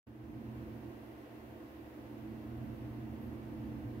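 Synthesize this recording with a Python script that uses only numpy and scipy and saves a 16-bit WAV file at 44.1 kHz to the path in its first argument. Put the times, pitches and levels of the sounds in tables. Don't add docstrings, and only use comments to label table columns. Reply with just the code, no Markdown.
import sys
import numpy as np
from scipy import signal
from scipy.fft import rfft, irfft
from scipy.io import wavfile
from scipy.ndimage import uniform_filter1d

SR = 44100
rng = np.random.default_rng(int(sys.argv[2]) if len(sys.argv) > 2 else 0)


def wrap_up_sound(samples):
    columns = np.atleast_2d(samples).T
    tamed = np.clip(columns, -1, 1)
    steps = np.round(tamed * 32767).astype(np.int16)
    wavfile.write(sys.argv[1], SR, steps)


N = 176400
TIME = np.arange(N) / SR


def rush():
    # f/Hz, relative level/dB
    colour = [(22, -15), (40, -3.5), (65, -3.5), (135, 0), (175, -5.5), (205, -5.5), (260, -5), (345, -7),
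              (420, -6), (700, -10.5), (950, -11), (1250, -17.5), (2600, -23), (3300, -28), (6000, -36.5),
              (9000, -44), (15000, -47.5)]
    # f/Hz, likeness (capped at 1, which means the same wave in both)
    likeness = [(130, 5.5), (190, 0), (340, -0.1), (470, 1.1), (600, -0.1), (900, 0.3), (1150, -0.22),
                (1900, 0.61), (2600, -0.08), (4000, -0.07)]
    # f/Hz, left minus right/dB
    lean = [(120, -0.5), (200, -9), (420, -2.5), (850, -2.5), (1250, 1.5), (1600, -0.5), (2300, 1),
            (3000, -1), (8000, -0.5)]
    base_db, flicker_db = -54, 0.5
    (mid, side), hz = noise_spectrum(colour)
    alike = np.clip(at_hz(likeness, hz), -1, 1)
    ears = np.sqrt(1 + alike) * mid + np.sqrt(1 - alike) * side * [[1], [-1]]
    ears = ears * pan(at_hz(lean, hz)) * room_ripple(hz)
    edges_hz = np.geomspace(16, 17000, 19)
    out = np.zeros((2, N))
    for low, high in zip(edges_hz, edges_hz[1:]):
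        band = irfft(ears * ((hz >= low) & (hz < high)), N)
        out += band * bass_gain(np.sqrt(low * high)) * from_db(flicker_db * drift(14.4))
    return from_db(base_db) * out / np.std(irfft(ears, N))


def boom():
    # f/Hz, width/Hz, base level/dB, left minus right/dB, left ear's phase lead/rad
    resonances = [(76, 13.4, -57, 0, 0.26), (116, 22, -55, -3, 0.2), (187.1, 6.3, -65.5, -6.5, 2),
                  (245.3, 22, -57, -4, 0), (281.8, 23.6, -57.5, -5.5, -0.2), (307, 23.7, -52.5, 0.5, 0.12),
                  (331.3, 11.5, -57, -6.5, -0.17), (379.3, 26, -63.5, -5, -1.5),
                  (505.9, 21.7, -67, 4, -0.6), (640, 33, -70, -5, 0.76), (685, 45, -69, -2.5, 0.5),
                  (726.3, 16, -74.5, -1, -.5), (1064, 71, -75, -1.5, -1.5), (1610, 300, -71.5, -1, 3.5),
                  (1947, 120, -76, -4.5, 2.5), (2730, 250, -81, -5, -0.16)]
    out = np.zeros((2, N))
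    for hz, width, db, lean_db, lead in resonances:
        band = signal.butter(2, [hz - width / 2, hz + width / 2], "band", fs=SR, output="sos")
        ringing = rms_one(signal.sosfilt(band, rng.standard_normal(N + SR))[SR:])
        phase_shift = np.exp(1j * lead * np.array([[.5], [-.5]]))
        ears = np.real(signal.hilbert(ringing) * phase_shift)
        out += from_db(db) * bass_gain(hz) * pan(lean_db) * ears
    return out


def hum():
    # f/Hz, base level/dB, left minus right/dB
    tones = [(59.95, -63, -5), (76, -63.5, -5.5), (119.7, -52.5, -2), (221.5, -52.5, -6),
             (241.9, -64.5, -3.5), (363, -65, 0), (895, -79, -4.5)]
    flutter_db, wander_hz = 2, 0.71
    out = np.zeros((2, N))
    for hz, db, lean_db in tones:
        strength = from_db(db + flutter_db * drift(5.25)) * bass_gain(hz)
        out += pan(lean_db) * strength * tone(hz + wander_hz * drift(3))
    return out


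def hiss():
    # f/Hz, relative level/dB
    colour = [(3000, -18), (7000, -13), (9000, -9.5), (11500, -1.5), (14000, .8), (16000, 1)]
    spectra, _ = noise_spectrum(colour)
    return from_db(-70.5) * pan(db=1.5) * rms_one(irfft(spectra, N))


def whistle():
    start_s, end_s, pitch_hz, wander_hz = 3.205, 3.287, 12660, 55
    gate = uniform_filter1d(1.0 * ((TIME > start_s) & (TIME < end_s)), size=200)
    return from_db(-80) * pan(db=12) * gate * tone(pitch_hz + wander_hz * drift(50))


def bass_gain(hz):
    # t/s, level/dB (before scaling by pitch)
    swing = [(0.07, -3.5), (0.2, -3.5), (0.28, 2.5), (0.55, -0.5), (0.85, -3.5), (1.25, -10.5), (1.5, -7),
             (1.9, -9.5), (2.2, -3.5), (2.45, -2), (2.63, 1.5), (3.1, 0), (3.42, 0.5), (3.62, 2), (4.0, 1)]
    # f/Hz, factor
    share = [(60, 1.22), (190, 1.12), (250, 1.08), (320, 0.25), (450, 0.061), (900, 0.096), (2000, 0.04)]
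    return from_db(np.interp(TIME, *np.transpose(swing)) * at_hz(share, hz))


def room_ripple(hz):
    depth_db, spacing_hz = 1.83, 21.96
    bumps = rng.standard_normal((2, 4000))
    ripple = np.array([np.interp(hz / spacing_hz, np.arange(len(ear)), ear) for ear in bumps])
    return from_db(depth_db * ripple * np.clip(hz / 500, 0, 1) ** 2)


def from_db(db):
    return 10 ** (np.asarray(db) / 20)


def rms_one(x):
    return x / np.sqrt(np.mean(np.abs(x) ** 2) + 1e-20)


def at_hz(points, hz):
    pitches, values = np.transpose(points)
    return np.interp(np.log(np.maximum(hz, 1)), np.log(pitches), values)


def pan(db):
    return from_db(np.array([[.5], [-.5]]) * db)


def drift(rate_hz):
    step, warm_up = 40, 2000
    pole = np.exp(-2 * np.pi * step * rate_hz / SR)
    noise = rng.standard_normal(N // step + warm_up + 2)
    slow = signal.lfilter([1], [1, -2 * pole, pole * pole], noise)[warm_up:]
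    return np.interp(np.arange(N) / step, np.arange(len(slow)), rms_one(slow - slow.mean()))


def noise_spectrum(colour):
    hz = np.arange(N // 2 + 1) * SR / N
    return rfft(rng.standard_normal((2, N))) * from_db(at_hz(colour, hz)), hz


def tone(hz):
    return np.sqrt(2) * np.sin(2 * np.pi * (np.cumsum(hz) / SR + rng.random()))


def scene():
    return hum() + boom() + rush() + hiss() + whistle()


def record(dry):
    on_s, ramp_s, swell_s, cutoff_hz = 0.07, 0.0097, 0.51, 15720
    switch = from_db(np.interp(TIME, [on_s - ramp_s, on_s], [-51.5, 0]))
    swell = np.interp(TIME, [on_s, on_s + swell_s], [from_db(-8), 1])
    hz = np.arange(N + 1) * SR / (2 * N)
    low_pass = 1 / np.sqrt(1 + (hz / cutoff_hz) ** 400)
    return irfft(rfft(dry * switch * swell, 2 * N) * low_pass)[:, :N]


dry = scene()
out = record(dry)
wrap_up_sound(out)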